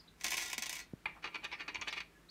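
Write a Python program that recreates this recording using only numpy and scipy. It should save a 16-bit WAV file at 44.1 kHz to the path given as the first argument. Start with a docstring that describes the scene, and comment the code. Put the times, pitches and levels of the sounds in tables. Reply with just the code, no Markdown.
"""A wooden table in a small room. A small hard part drops, bounces and chatters to rest.
After a soft bump a plastic cap is set down and wobbles on its rim, faster and faster, until flat.
Each contact is a force pulse that rings the object's modes and the dense response of the wood.
Behind: air noise, a low hum and faint chirps of a distant bird."""
import sys
import numpy as np
from scipy import signal
from scipy.fft import rfft, irfft
from scipy.io import wavfile
from scipy.ndimage import uniform_filter1d

SR = 44100
rng = np.random.default_rng(int(sys.argv[2]) if len(sys.argv) > 2 else 0)


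def materialize(psi):
    """Save the field psi as 16-bit PCM at rate SR to the path in sys.argv[1].

    A 1-D psi becomes a single channel; in a 2-D psi each row is a channel.
    """
    bounded = np.clip(np.atleast_2d(psi).T, -1, 1)
    quanta = np.round(bounded * 32767).astype(np.int16)
    wavfile.write(sys.argv[1], SR, quanta)


N = 101429

# modes of the cap on the table: pitch_hz, level_db, t60_s
CAP_MODES = [(1000, -12, .055), (1200, -10, .11), (1351, -15, .12), (1806, -11, .12), (2197, -8, .09),
             (2335, -6, .075), (2470, -10, .06), (2830, -9, .1), (3340, -14, .1), (4500, -15, .04)]


def amp(db):
    """Decibels to gain."""
    return 10 ** (np.asarray(db) / 20)


def unit(x):
    """Scale to unit energy."""
    return x / np.sqrt(np.sum(x ** 2) + 1e-20)


def at_hz(points, hz):
    """Interpolate a table over log frequency."""
    knots_hz, values = np.transpose(points)
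    return np.interp(np.log(hz + 1), np.log(knots_hz + 1), values)


def envelope(curve):
    """Gain along a level curve, zero outside it."""
    time_s, level_db = np.transpose(curve)
    return amp(np.interp(np.arange(N) / SR, time_s, level_db, left=-np.inf, right=-np.inf))


def add(mix, start_s, sound):
    """Mix in place, cropped to fit."""
    start = round(start_s * SR)
    sound = sound[max(-start, 0):]
    span = mix[max(start, 0):][:len(sound)]
    span += sound[:len(span)]


def min_phase(db_at, size):
    """Quickest pulse with a given spectrum."""
    log_gain = np.log(amp(db_at(abs(np.fft.fftfreq(size, 1 / SR)))))
    spectrum = np.exp(np.conj(signal.hilbert(log_gain)))
    return np.fft.ifft(spectrum).real[:size // 2]


def contact(tilt_db_oct, corner_hz=3260):
    """Force pulse of one contact: harder means more treble."""
    return min_phase(lambda hz: tilt_db_oct * np.log2(1 + (hz / corner_hz) ** 2) / 2, size=256)


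def impacts(rows):
    """Force of a series of single contacts."""
    force = np.zeros(N)
    for start_s, level_db, tilt_db_oct in rows:
        add(force, start_s, amp(level_db) * contact(tilt_db_oct))
    return force


def grains(size, rate_hz, spread_db):
    """Random tiny contacts, on average unit energy per 10 ms."""
    hits = rng.random(size) < rate_hz / SR
    sign = rng.choice([-1, 1], size)
    strength = amp(spread_db * np.clip(rng.standard_normal(size), -2, 2))
    return unit(hits * sign * strength) * np.sqrt(size / SR * 100)


def dense_ring(t, t60_s):
    """Countless close modes dying together, with a flattened spectrum."""
    ring = rng.standard_normal(len(t))
    decay = amp(-60 * t / t60_s)
    undo_decay = amp(60 * np.minimum(t, t60_s) / t60_s) * np.sqrt(t60_s * SR / 13.8)
    for _ in range(3):
        spectrum = rfft(ring * decay)
        flat = irfft(spectrum / np.sqrt(uniform_filter1d(abs(spectrum) ** 2, size=20)), len(t))
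        ring = np.where(t < t60_s / 2, unit(flat) * undo_decay, ring)
    return unit(ring * decay)


def body(modes, wood, modes_db, t60_s, treble_t60_s, rise_s, vary_db, crossover_hz=5000):
    """Response to one contact: dense wood ring, shorter in the treble, plus a few strong modes."""
    t = np.arange(SR // 4) / SR
    treble_share = 1 / (1 + (crossover_hz / (np.fft.rfftfreq(len(t), 1 / SR) + 1)) ** 6)
    low = rfft(dense_ring(t, t60_s)) * np.sqrt(1 - treble_share)
    high = rfft(dense_ring(t, treble_t60_s)) * np.sqrt(treble_share)
    rise = 1 - np.exp(-t / rise_s)
    ring = rise * irfft(low + high, len(t)) * (t < t[-1] / 2)
    colour = min_phase(lambda hz: at_hz(wood, hz), size=4096)
    dense = unit(signal.fftconvolve(ring, colour)[:len(t)])
    tones = np.zeros(len(t))
    for k, (pitch_hz, level_db, mode_t60_s) in enumerate(modes):
        pitch_hz += 1.5 * rng.uniform(-0.91, 1) / mode_t60_s  # contact point shifts damped modes most
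        mode = (-1) ** k * rise * amp(-60 * t / mode_t60_s) * np.sin(2 * np.pi * pitch_hz * t)
        tones += amp(level_db + vary_db * rng.uniform(-1, 1)) * unit(mode)
    return dense + amp(modes_db) * tones


def turning(force, responses, turns_per_s):
    """As an object turns, the force passes between contact points, each with its own response."""
    out, count = np.zeros(N), len(responses)
    position = np.arange(N) / SR * turns_per_s * count
    for k, response in enumerate(responses):
        share = np.sin(np.pi / 2 * np.minimum((position - k) % count, 2)) ** 2
        out += signal.fftconvolve(share * force, response)[:N]
    return out


def small_part(settle_s=0.812, ring_hz=4340, ring_decay_s=0.014):
    """A hard part tumbles, bounces and chatters, then rings faintly as it settles."""
    # single hits: start_s, level_db, tilt_db_oct
    bounces = [(.2105, -12.5, -0.5), (.2365, -12, 1), (.243, 0, 2), (.2523, 1, -36), (.2625, -9, -12),
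               (.2657, -0.5, -1), (.2822, -6, 1.5), (.306, -11.5, 6.5), (.3165, -6.5, 4.5), (.3205, -1, -4),
               (.3315, -4, -1.5), (.341, -3.5, 0.5), (.369, -6.5, 5), (.3773, -3.5, -0.5),
               (.3795, -5.5, 1.5), (.4058, -9.5, -1), (.4248, -5.5, 1.5), (.4615, -14, 2.5),
               (.4775, -19.5, 5), (.4925, -16, -5), (.4995, -13.5, 3), (.5305, -2.5, 1), (.58, -4, 2),
               (.6225, -3.5, 3), (.6335, -6.5, -2), (.6587, -9, 0.5), (.6655, -9, 0.5), (.6942, -6.5, 3),
               (.7282, -7, 3.5), (.754, -15, 6), (.791, -13, 0.5)]
    # fine chatter between hits: time_s, level_db
    chatter_curve = [(.17, -36.5), (.235, -26), (.255, -12), (.30, -19.5), (.335, -7.5), (.357, -17),
                     (.385, -10.5), (.46, -10.5), (.52, -17), (.57, -32), (.64, -23.5), (.78, -15),
                     (.825, -24.5), (.86, -51)]
    # modes of the part on the table: pitch_hz, level_db, t60_s
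    modes = [(980, -12, .06), (1070, -15, .08), (1410, -16, .15), (1721, -14, .12), (1951, -9, .08),
             (2220, -5, .035), (2318, -6, .065), (2545, -13, .12), (2855, -11, .09), (3332, -13, .12),
             (3673, -13, .15), (6150, -8, .03)]
    # wood spectrum under the part: freq_hz, level_db
    wood = [(80, -19), (230, -12), (350, -5), (480, -16), (750, -1), (1300, -9), (2300, 5.5), (2900, 0),
            (4800, -1.5), (6200, 0), (8000, -5.5), (11000, -12.5), (15000, -15)]
    chatter = envelope(chatter_curve) * grains(N, rate_hz=700, spread_db=6.5)
    force = impacts(bounces) + np.convolve(chatter, contact(tilt_db_oct=1.5))[:N]
    responses = [body(modes, wood, modes_db=-4.5, t60_s=0.06, treble_t60_s=0.038,
                      rise_s=0.000081, vary_db=3.5) for _ in range(7)]
    out = amp(-8) * turning(force, responses, turns_per_s=5.18)
    t = np.arange(SR // 10) / SR
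    add(out, settle_s, amp(-52) * np.exp(-t / ring_decay_s) * np.sin(2 * np.pi * ring_hz * t))
    return out


def cap_wobble(grain_rate_hz=2500, swing_fall_s=0.009):
    """The rim knocks and rolls over the wood grain in ever closer swings."""
    # rim knocks: start_s, level_db, tilt_db_oct
    knocks = [(1.241, 2, -2), (1.273, -2.5, -4), (1.344, -0.5, 0), (1.3535, -0.5, 1.5), (1.442, -7.5, 9),
              (1.4495, -3.5, 0.5), (1.514, -12.5, 3), (1.526, -5, -2), (1.598, -6.5, -5), (1.605, -2, -4),
              (1.679, -1, 1), (1.686, -5, 0), (1.745, -5, 1), (1.754, -2, 2), (1.8135, -3.5, 3.5),
              (1.821, -2.5, 2), (1.873, 0.5, -8.5), (1.88, -2.5, 6), (1.925, -1.5, 8), (1.969, -1.5, -17),
              (2.003, -2, 4.5)]
    # rolling swells: peak_s, rise_s, level_db
    swings = [(1.229, 0.0076, -10), (1.254, 0.006, 2), (1.357, 0.023, -4.5), (1.449, 0.022, -3.5),
              (1.538, 0.026, -4.5), (1.614, 0.021, -5), (1.691, 0.01, -3), (1.76, 0.011, -7),
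              (1.885, 0.016, -4), (1.933, 0.0083, -3.5), (1.977, 0.016, -4.5)]
    # swings brighten as the cap sinks: time_s, tilt_db_oct
    swing_tilt = [(1.7, -2), (1.9, 6)]
    # slow rolling between swings: time_s, level_db
    creep_curve = [(1.06, -5.5), (1.2, -31), (1.3, -23), (1.6, -17), (1.9, -14.5), (2.025, -16),
                   (2.045, -47)]
    # wood spectrum under the cap: freq_hz, level_db
    wood = [(80, -22), (220, -14), (340, -1), (550, -9), (850, -2), (1550, -1.5), (2300, 7), (3200, -2.5),
            (4400, -5.5), (5200, -15), (6400, -15), (7600, -25.5), (15000, -47)]
    creep = envelope(creep_curve) * grains(N, grain_rate_hz, spread_db=1)
    force = impacts(knocks) + np.convolve(creep, contact(tilt_db_oct=-19.5))[:N]
    t = np.arange(-SR // 20, SR // 10) / SR
    for peak_s, rise_s, level_db in swings:
        pulse = contact(np.interp(peak_s, *np.transpose(swing_tilt)))
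        swell = np.where(t < 0, np.exp(-(t / rise_s) ** 2), np.exp(-abs(t) / swing_fall_s))
        roll = swell * grains(len(t), grain_rate_hz, spread_db=1)
        add(force, peak_s + t[0], amp(level_db) * np.convolve(roll, pulse))
    responses = [body(CAP_MODES, wood, modes_db=-5, t60_s=0.041, treble_t60_s=0.028,
                      rise_s=0.0014, vary_db=5) for _ in range(6)]
    return amp(-13) * turning(force, responses, turns_per_s=2.3)


def rim_snaps(band_hz=(5400, 6900)):
    """The rim's hard edge snaps brightly on the wood."""
    # edge hits: start_s, level_db
    snaps = [(1.744, -26), (1.8123, -22)]
    out, t = np.zeros(N), np.arange(SR // 10) / SR
    band = signal.butter(5, band_hz, "bandpass", fs=SR, output="sos")
    for start_s, level_db in snaps:
        add(out, start_s, amp(level_db) * unit(signal.sosfilt(band, dense_ring(t, t60_s=0.03))))
    return out


def cap_landing(start_s=1.0558):
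    """The cap is set down with one dull clack."""
    # wood spectrum of the clack: freq_hz, level_db
    wood = [(150, -17), (600, -13), (1200, 0), (1700, -6.5), (2400, 4.5), (3000, -14), (4300, -21),
            (5300, -44), (11600, -35), (14000, -47)]
    out = np.zeros(N)
    clack = body(CAP_MODES, wood, modes_db=-10, t60_s=0.03, treble_t60_s=0.02, rise_s=0.003, vary_db=0)
    add(out, start_s, amp(-7) * clack)
    return out


def table_bumps(sag_depth=2.87, sag_s=0.0021, rise_s=0.0017):
    """Soft pushes on the table, a few cycles each, whose pitch sags at once."""
    # pushes: start_s, level_db, final_pitch_hz, decay_s
    bumps = [(0.579, -44.5, 225, 0.013), (0.9352, -24.5, 113.4, 0.0033), (1.779, -54.5, 85, 0.03)]
    out, t = np.zeros(N), np.arange(SR // 10) / SR
    for start_s, level_db, pitch_hz, decay_s in bumps:
        cycles = np.cumsum(pitch_hz * (1 + sag_depth * np.exp(-t / sag_s))) / SR
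        shape = (1 - np.exp(-t / rise_s)) * np.exp(-t / decay_s)
        add(out, start_s, amp(level_db) * shape * np.sin(2 * np.pi * cycles))
    return out


def finger_scuff(peak_s=1.176, half_width_s=0.022, centre_hz=1000):
    """Skin rubs plastic as the fingers let go: noise an octave wide."""
    band_hz = [centre_hz / np.sqrt(2), centre_hz * np.sqrt(2)]
    band = signal.butter(2, band_hz, "bandpass", fs=SR, output="sos")
    rub = unit(signal.sosfilt(band, rng.standard_normal(N))) * np.sqrt(N)
    swell = np.exp(-((np.arange(N) / SR - peak_s) / half_width_s) ** 2)
    return amp(-58) * swell * rub


def bird():
    """Distant wavering peeps, most arching up and down in pitch."""
    # peeps: middle_s, length_s, top_hz, level_db, arch_fraction
    chirps = [(.003, .032, 5000, -56, .2), (.085, .024, 4000, -57, .17), (1.53, .022, 5400, -51, .17),
              (1.913, .024, 5350, -52, .17), (2.166, .046, 1690, -62, 0), (2.303, .036, 4700, -51, .22)]
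    out = np.zeros(N)
    wavers = 0.16 * uniform_filter1d(rng.standard_normal((len(chirps), SR // 10)), size=24)
    for (middle_s, length_s, top_hz, level_db, arch), waver in zip(chirps, wavers):
        arc = np.linspace(-np.pi / 2, np.pi / 2, int(length_s * SR))
        pitch_hz = top_hz * (1 + waver[:len(arc)] - arch * np.sin(arc) ** 2)
        tone = np.sin(2 * np.pi * np.cumsum(pitch_hz) / SR)
        add(out, middle_s - length_s / 2, amp(level_db) * np.cos(arc) * tone)
    return out


def reverb(x, build_s=0.0048):
    """Short diffuse room tail; treble dies first."""
    # room decay: freq_hz, t60_s
    decay_times = [(300, 0.86), (1000, 0.18), (2500, 0.27), (6000, 0.18), (14000, 0.069)]
    hz, t, noise = signal.stft(rng.standard_normal(SR // 2), SR, nperseg=256)
    fade = amp(-60 * t / at_hz(decay_times, hz)[:, None])
    build = 1 - np.exp(-(t / build_s) ** 2)
    tail = signal.istft(noise * fade * build, SR)[1]
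    return signal.fftconvolve(x, unit(tail))[:N]


def room_tone(air_rms_db=-65.5):
    """Steady air noise and a low hum."""
    # air noise spectrum: freq_hz, relative_db
    air_spectrum = [(25, -29), (36, -10), (50, 0.5), (80, -3.5), (350, -5), (560, -13), (1900, -14),
                    (3500, -20.5), (15000, -31)]
    # hum tones: pitch_hz, rms_db
    hum_tones = [(51, -72.5), (168, -74)]
    colour = amp(at_hz(air_spectrum, np.fft.rfftfreq(N, 1 / SR)))
    air = unit(irfft(rfft(rng.standard_normal(N)) * colour, N)) * np.sqrt(N)
    t = np.arange(N) / SR
    hum = sum(amp(db) * np.sqrt(2) * np.sin(2 * np.pi * (hz * t + rng.random())) for hz, db in hum_tones)
    return amp(air_rms_db) * air + hum


def scene():
    """Mono mix of table, bird and room."""
    part = small_part()
    cap = cap_wobble() + rim_snaps() + cap_landing() + finger_scuff()
    peeps = bird()
    wet = reverb(amp(-12.5) * part + amp(-14.5) * cap + amp(-8) * peeps)
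    return (part + cap + table_bumps() + peeps + wet + room_tone())[None]


def record(dry, cutoff_hz=15700):
    """Steep low-pass band limit."""
    lowpass = signal.firwin(255, cutoff_hz, window=("kaiser", 9), fs=SR)
    return signal.oaconvolve(dry, lowpass[None], "same")


dry = scene()
out = record(dry)
materialize(out)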